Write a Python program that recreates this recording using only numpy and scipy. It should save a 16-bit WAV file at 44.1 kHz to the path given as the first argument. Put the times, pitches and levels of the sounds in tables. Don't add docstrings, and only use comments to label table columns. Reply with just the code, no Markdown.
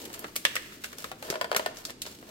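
import sys
import numpy as np
from scipy import signal
from scipy.fft import rfft, irfft
from scipy.io import wavfile

SR = 44100
rng = np.random.default_rng(int(sys.argv[2]) if len(sys.argv) > 2 else 0)


def wav_record(signal):
    frames = np.transpose(np.atleast_2d(signal))
    bounded = np.clip(frames, -1, 1)
    quanta = np.round(bounded * 32767).astype(np.int16)
    wavfile.write(sys.argv[1], SR, quanta)


N = 101429
HZ = np.fft.rfftfreq(4096, 1 / SR)


def amp(db):
    return 10 ** (np.asarray(db) / 20)


def unit(x):
    return x / np.sqrt(np.mean(x ** 2) + 1e-20)


def read(points, hz, axis=1):
    table = np.transpose(points)
    return np.interp(np.log(hz + 1), np.log(table[0] + 1), table[axis])


def add(mix, s, sound):
    part = mix[:, max(round(s * SR), 0):][:, :sound.shape[1]]
    part += sound[:, :part.shape[1]]


def pulse(db):
    log_gain = np.log(amp(np.maximum(db, -100)))
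    mirrored = np.r_[log_gain, log_gain[-2:0:-1]]
    return np.fft.ifft(np.exp(np.conj(signal.hilbert(mirrored)))).real


def ringing(modes):
    power = 0
    for hz, width, db in modes:
        detuning = (HZ ** 2 - hz ** 2) / ((HZ + 1) * width)
        power = power + amp(db) ** 2 / (1 + detuning ** 2)
    return 10 * np.log10(power)


# frequency in Hz, likeness from 0 to 1.
LIKENESS = [(30, 0.9), (130, 0.98), (300, 0.86), (600, 0.74), (1200, 0), (16000, 0.2)]


def diffuse(size):
    same = np.clip(read(LIKENESS, np.fft.rfftfreq(size, 1 / SR)), -1, 1)
    left, other = rfft(rng.standard_normal((2, size)))
    right = same * left + np.sqrt(1 - same ** 2) * other
    return irfft(np.array([left, right]), size)


SNAP_SCATTER_DB, POP_SCATTER_DB = 7, 2
NEAR_S, FAR_S, FAR_DB = 0.0017, 0.012, -5
PAN_DB, LEFT_LEAD_S = 0.21, .00026
# delay in seconds, strength against the direct sound.
FIRST_REFLECTIONS = [(.0007, 0.22), (.0014, 0.26), (.0024, 0.2)]


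def paths(scatter_db):
    t = np.arange(4096) / SR
    decay = np.exp(-t / NEAR_S) + amp(FAR_DB) * np.exp(-t / FAR_S)
    spray = diffuse(len(t)) * decay * (1 - np.exp(-t / 0.00033))
    taps = amp(scatter_db) * spray / np.linalg.norm(spray[0])
    taps[:, 0] += 1
    for delay, strength in FIRST_REFLECTIONS:
        taps[:, round(delay * rng.uniform(.85, 1.15) * SR)] += strength
    taps[1] = np.roll(taps[1], round(LEFT_LEAD_S * SR))
    return taps / np.linalg.norm(taps[0]) * amp([[PAN_DB], [-PAN_DB]])


def grains(per_s, spread_db, count=6):
    out = np.zeros((2, N))
    for _ in range(count):
        size_db = spread_db * np.minimum(rng.exponential(1, N), 5.5)
        sizes = amp(size_db) * rng.choice([-1, 1], N)
        clicks = sizes * (rng.random(N) < per_s / count / SR)
        out += signal.fftconvolve(paths(SNAP_SCATTER_DB), clicks[None])[:, :N]
    return unit(out)


def shaped(drive, spectrum_db, curve):
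    sound = signal.fftconvolve(drive, pulse(spectrum_db)[None])[:, :N]
    return unit(sound) * amp(np.interp(np.arange(N) / SR, *np.transpose(curve)))


RUSTLE_DB = 2
CRINKLES_PER_S, CRINKLE_SPREAD_DB, HISS_SHARE = 2200, 4.5, 0.68
# time in seconds, level in dB before the trim.
RUSTLE_CURVE = [(0, -44.5), (.085, -55.5), (.14, -49), (.21, -52.5), (.33, -56.5), (.39, -57), (.5, -49),
                (.62, -52.5), (.76, -51.5), (.795, -58), (.85, -49), (.96, -57.5), (.995, -46), (1.10, -53),
                (1.139, -62), (1.21, -57), (1.248, -46.5), (1.30, -50), (1.379, -60.5), (1.5, -62),
                (1.73, -63.5), (1.785, -48.5), (1.83, -57), (1.89, -49), (1.94, -85), (2.0, -60),
                (2.08, -49), (2.16, -55.5), (2.21, -59), (2.29, -54.5)]
# frequency in Hz, relative gain in dB.
RUSTLE_COLOUR = [(100, -41), (350, 0.5), (600, 3.5), (850, -6), (1300, 2.5), (2500, 3), (4500, 3.5),
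                 (7500, 1.5), (10000, -2), (13000, -1), (16000, -3.5)]


def rustle():
    crinkles = grains(CRINKLES_PER_S, CRINKLE_SPREAD_DB)
    hiss = HISS_SHARE * rng.standard_normal((2, N))
    return amp(RUSTLE_DB) * shaped(crinkles + hiss, read(RUSTLE_COLOUR, HZ), RUSTLE_CURVE)


RUB_DB = -1.5
RUB_GRAINS_PER_S, RUB_SPREAD_DB = 700, 3
# time in seconds, level in dB before the trim.
RUB_CURVE = [(0, -59), (.06, -64), (.12, -49.5), (.24, -48), (.34, -69), (.95, -58), (1.02, -53),
             (1.14, -62), (1.21, -66), (1.24, -44.5), (1.34, -41), (1.45, -72), (1.62, -50), (1.80, -65),
             (1.90, -49.5), (1.95, -74), (2.20, -72), (2.28, -50.5)]
# frequency in Hz, width in Hz, relative level in dB.
TRAY_MODES = [(430, 98, -4), (539, 14, -14), (650, 72, -0.5), (620, 110, -0.5), (980, 73, 0.5),
              (1074, 86, -4.5), (1440, 103, -3), (1764, 72, -1.5), (2400, 1100, -11), (3186, 146, -8.5),
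              (4680, 240, -11), (7900, 1200, -27.5), (13200, 1300, -35)]
# frequency in Hz, relative gain in dB.
FOAM_COLOUR = [(60, -28), (200, -5.5), (320, -7), (420, 2), (1000, 0), (5000, -1.5), (16000, 1)]


def rubbing():
    slips = grains(RUB_GRAINS_PER_S, RUB_SPREAD_DB)
    return amp(RUB_DB) * shaped(slips, ringing(TRAY_MODES) + read(FOAM_COLOUR, HZ), RUB_CURVE)


# time in seconds, level in dB.
HANDLING_CURVE = [(0, -46), (.07, -49), (.16, -58), (.3, -60), (.4, -82), (1.2, -80), (1.3, -46),
                  (1.45, -68), (1.7, -70), (1.8, -66), (2.2, -61), (2.29, -59)]
# frequency in Hz, relative gain in dB.
HANDLING_COLOUR = [(60, -31), (180, -18), (320, 1.5), (480, -1.5), (650, -15.5), (900, -8), (2000, -48),
                   (16000, -69)]


def handling():
    return shaped(diffuse(N), read(HANDLING_COLOUR, HZ), HANDLING_CURVE)


HUM_DB = -53
# frequency in Hz, relative density in dB per Hz.
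HUM_COLOUR = [(15, -33), (25, 3.5), (38, -26), (60, -3.5), (88, -3), (105, -6), (125, -2), (170, -4.5),
              (220, -1), (310, 0.5), (420, -6), (550, -14.5), (800, -19.5), (1500, -26.5), (3000, -23),
              (8000, -40), (16000, -65)]


def hum():
    gain = amp(read(HUM_COLOUR, np.fft.rfftfreq(N, 1 / SR)))
    return amp(HUM_DB) * unit(irfft(rfft(diffuse(N)) * gain, N))


CREASE_RING_DB, CREASE_WIDTH_OCT = 1.5, 0.26
# start in seconds, relative level in dB, pitch of the crease in Hz,
# slope above it in dB per octave, floor in dB for the body below it.
CREASE_SNAPS = [(0.052, -11, 2480, -2.5, -5), (0.0556, -8, 2130, -2, -3.5), (0.13, -20, 3000, 3, -8),
                (0.1395, -8.5, 1390, -1, -13), (0.144, -10, 1850, -1, -22), (0.1924, -7, 11500, 5, -8),
                (.2434, 6.5, 1390, -11.5, -5.5), (0.3573, -6, 1180, -0.5, -5),
                (0.3622, 4, 2260, -0.2, -5.5), (.4513, 13.5, 2600, -6.5, -11), (0.555, 4, 1430, -2, -4.5),
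                (.5650, 10, 2020, -9.5, -19), (0.722, -9, 1560, -8, -20), (0.8382, -6.5, 1530, -2.5, -7),
                (0.843, 3.5, 1520, -4.5, -9), (0.9293, -6.5, 1400, -5, -3.5), (.984, -10, 4970, -1, -0.5),
                (1.043, 4.5, 1070, -5, -2.5), (1.3012, 5, 5070, -6, -1), (1.5642, 12, 1460, -2, -4),
                (1.7702, -6.5, 5880, -16, -11), (1.8518, 1.5, 4610, -6.5, -11), (1.8968, -12, 3660, -8, 3),
                (1.9041, -7.5, 2940, -3.5, 0), (2.0186, 3, 3940, -4, -16), (2.0537, -11, 3860, -20, 0.5),
                (2.0634, -5.5, 4800, -11, -8)]
# frequency in Hz, relative gain in dB.
FILM_COLOUR = [(60, -30), (200, 0.5), (310, -8), (430, 5), (600, 2.5), (830, -6), (1250, 1), (2800, -0.5),
               (6200, -0.5), (7700, 0), (10000, -2.5), (13000, 0.5), (16000, -6.5)]


def snaps():
    out = np.zeros((2, N))
    for s, level_db, hz, slope_db, body_db in CREASE_SNAPS:
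        octaves = np.log2((HZ + 1) / hz)
        above = slope_db * np.maximum(octaves, 0)
        below = np.maximum(10 * np.minimum(octaves, 0), body_db)
        ring = CREASE_RING_DB * np.exp(-(octaves / CREASE_WIDTH_OCT) ** 2)
        click = pulse(level_db + above + below + ring + read(FILM_COLOUR, HZ))
        add(out, s, signal.fftconvolve(paths(SNAP_SCATTER_DB), click[None]))
    return out


POP_PAN_DB = 0.5
# start in seconds, relative level in dB, brightness in dB per octave,
# pitch of the tray as the grip changes, as a ratio.
FILM_POPS = [(.101, -5, 0.27, 1.26), (.2475, -2.5, -2.4, 1.33), (.2842, -7, -1.5, 1.35),
             (1.1161, 7, 0.96, 0.79), (1.226, 1.5, 2.6, 0.88), (1.2878, -2, -3.1, .98),
             (1.3259, 8, -2.3, 0.99), (1.3409, 7.5, -.8, 1.02), (1.3563, 11, -1.4, .99),
             (1.4125, 16.5, 0.61, 1.02), (1.444, 11, -0.5, 1.01), (1.5156, 17, -0.44, 0.99),
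             (1.5285, 11, -0.95, 0.9), (1.5477, 15, -0.64, 1.02), (1.5621, 12, -0.94, 0.98),
             (1.5955, 14.5, -1.3, .99), (1.6615, 16, 0.6, 1.02), (2.066, .5, -0.46, 0.95),
             (2.227, -6, -1.9, 1.1)]


def pops():
    octaves = np.log2(np.maximum(HZ, 300) / 1000)
    out = np.zeros((2, N))
    for s, level_db, bright_db, ratio in FILM_POPS:
        modes = [(hz * ratio, width, db) for hz, width, db in TRAY_MODES]
        tray_db = ringing(modes) + read(FOAM_COLOUR, HZ)
        kick = pulse(level_db + tray_db + bright_db * octaves)
        add(out, s, signal.fftconvolve(paths(POP_SCATTER_DB), kick[None]))
    return out * amp(np.array([[1], [-1]]) * POP_PAN_DB)


# start in seconds, relative level in dB.
RIM_RINGS = [(.4514, 21.5), (.5649, 4)]
# frequency in Hz, width in Hz, relative level in dB.
RIM_MODES = [(577, 70, -7), (1110, 91, -5.5), (1233, 110, -6), (1755, 140, 1.5), (2300, 450, -2),
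             (2800, 60, 3.5), (3420, 390, -3.5)]


def rim_rings():
    out = np.zeros((2, N))
    for s, level_db in RIM_RINGS:
        ring = pulse(level_db + ringing(RIM_MODES))
        add(out, s, signal.fftconvolve(paths(POP_SCATTER_DB), ring[None]))
    return out


# start in seconds, level in dB before the envelope,
# pitch in Hz, decay time in seconds.
TRAY_BUMPS = [(1.302, -24.5, 380, 0.0078), (1.301, -30.5, 176, 0.0079)]


def bumps():
    out, t = np.zeros((2, N)), np.arange(SR // 4) / SR
    for s, level_db, hz, ring in TRAY_BUMPS:
        envelope = np.exp(-t / ring) * (1 - np.exp(-t / 0.00091))
        knock = amp(level_db) * np.sin(2 * np.pi * hz * t) * envelope
        add(out, s, np.tile(knock, (2, 1)))
    return out


# frequency in Hz, time to fall 60 dB in seconds, relative level in dB.
KITCHEN_ROOM = [(150, 0.59, -16), (550, 0.51, -8.5), (1170, 1, -13.5), (2880, 0.68, -11.5),
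                (6000, 0.56, -11.5), (15000, .3, -13.5)]


def kitchen(x, build_s=0.0067):
    hz, t, z = signal.stft(diffuse(SR), SR, nperseg=256)
    t60 = read(KITCHEN_ROOM, hz)[:, None]
    fade = np.exp(-np.log(1000) * t / t60) * np.sqrt(2 * np.log(1000) / t60 / SR)
    level = amp(read(KITCHEN_ROOM, hz, axis=2))[:, None]
    tail = signal.istft(z * fade * level, SR, nperseg=256)[1]
    tail = tail * (1 - np.exp(-(np.arange(tail.shape[1]) / SR / build_s) ** 2))
    return signal.fftconvolve(x, tail, axes=1)[:, :N]


def scene():
    near = rustle() + rubbing() + snaps() + pops() + rim_rings() + bumps()
    return near + kitchen(near) + handling() + hum()


CUTOFF_HZ = 16050


def record(dry):
    lowpass = signal.firwin(255, CUTOFF_HZ, window=("kaiser", 9), fs=SR)
    return signal.oaconvolve(dry, lowpass[None], "same")


dry = scene()
out = record(dry)
wav_record(out)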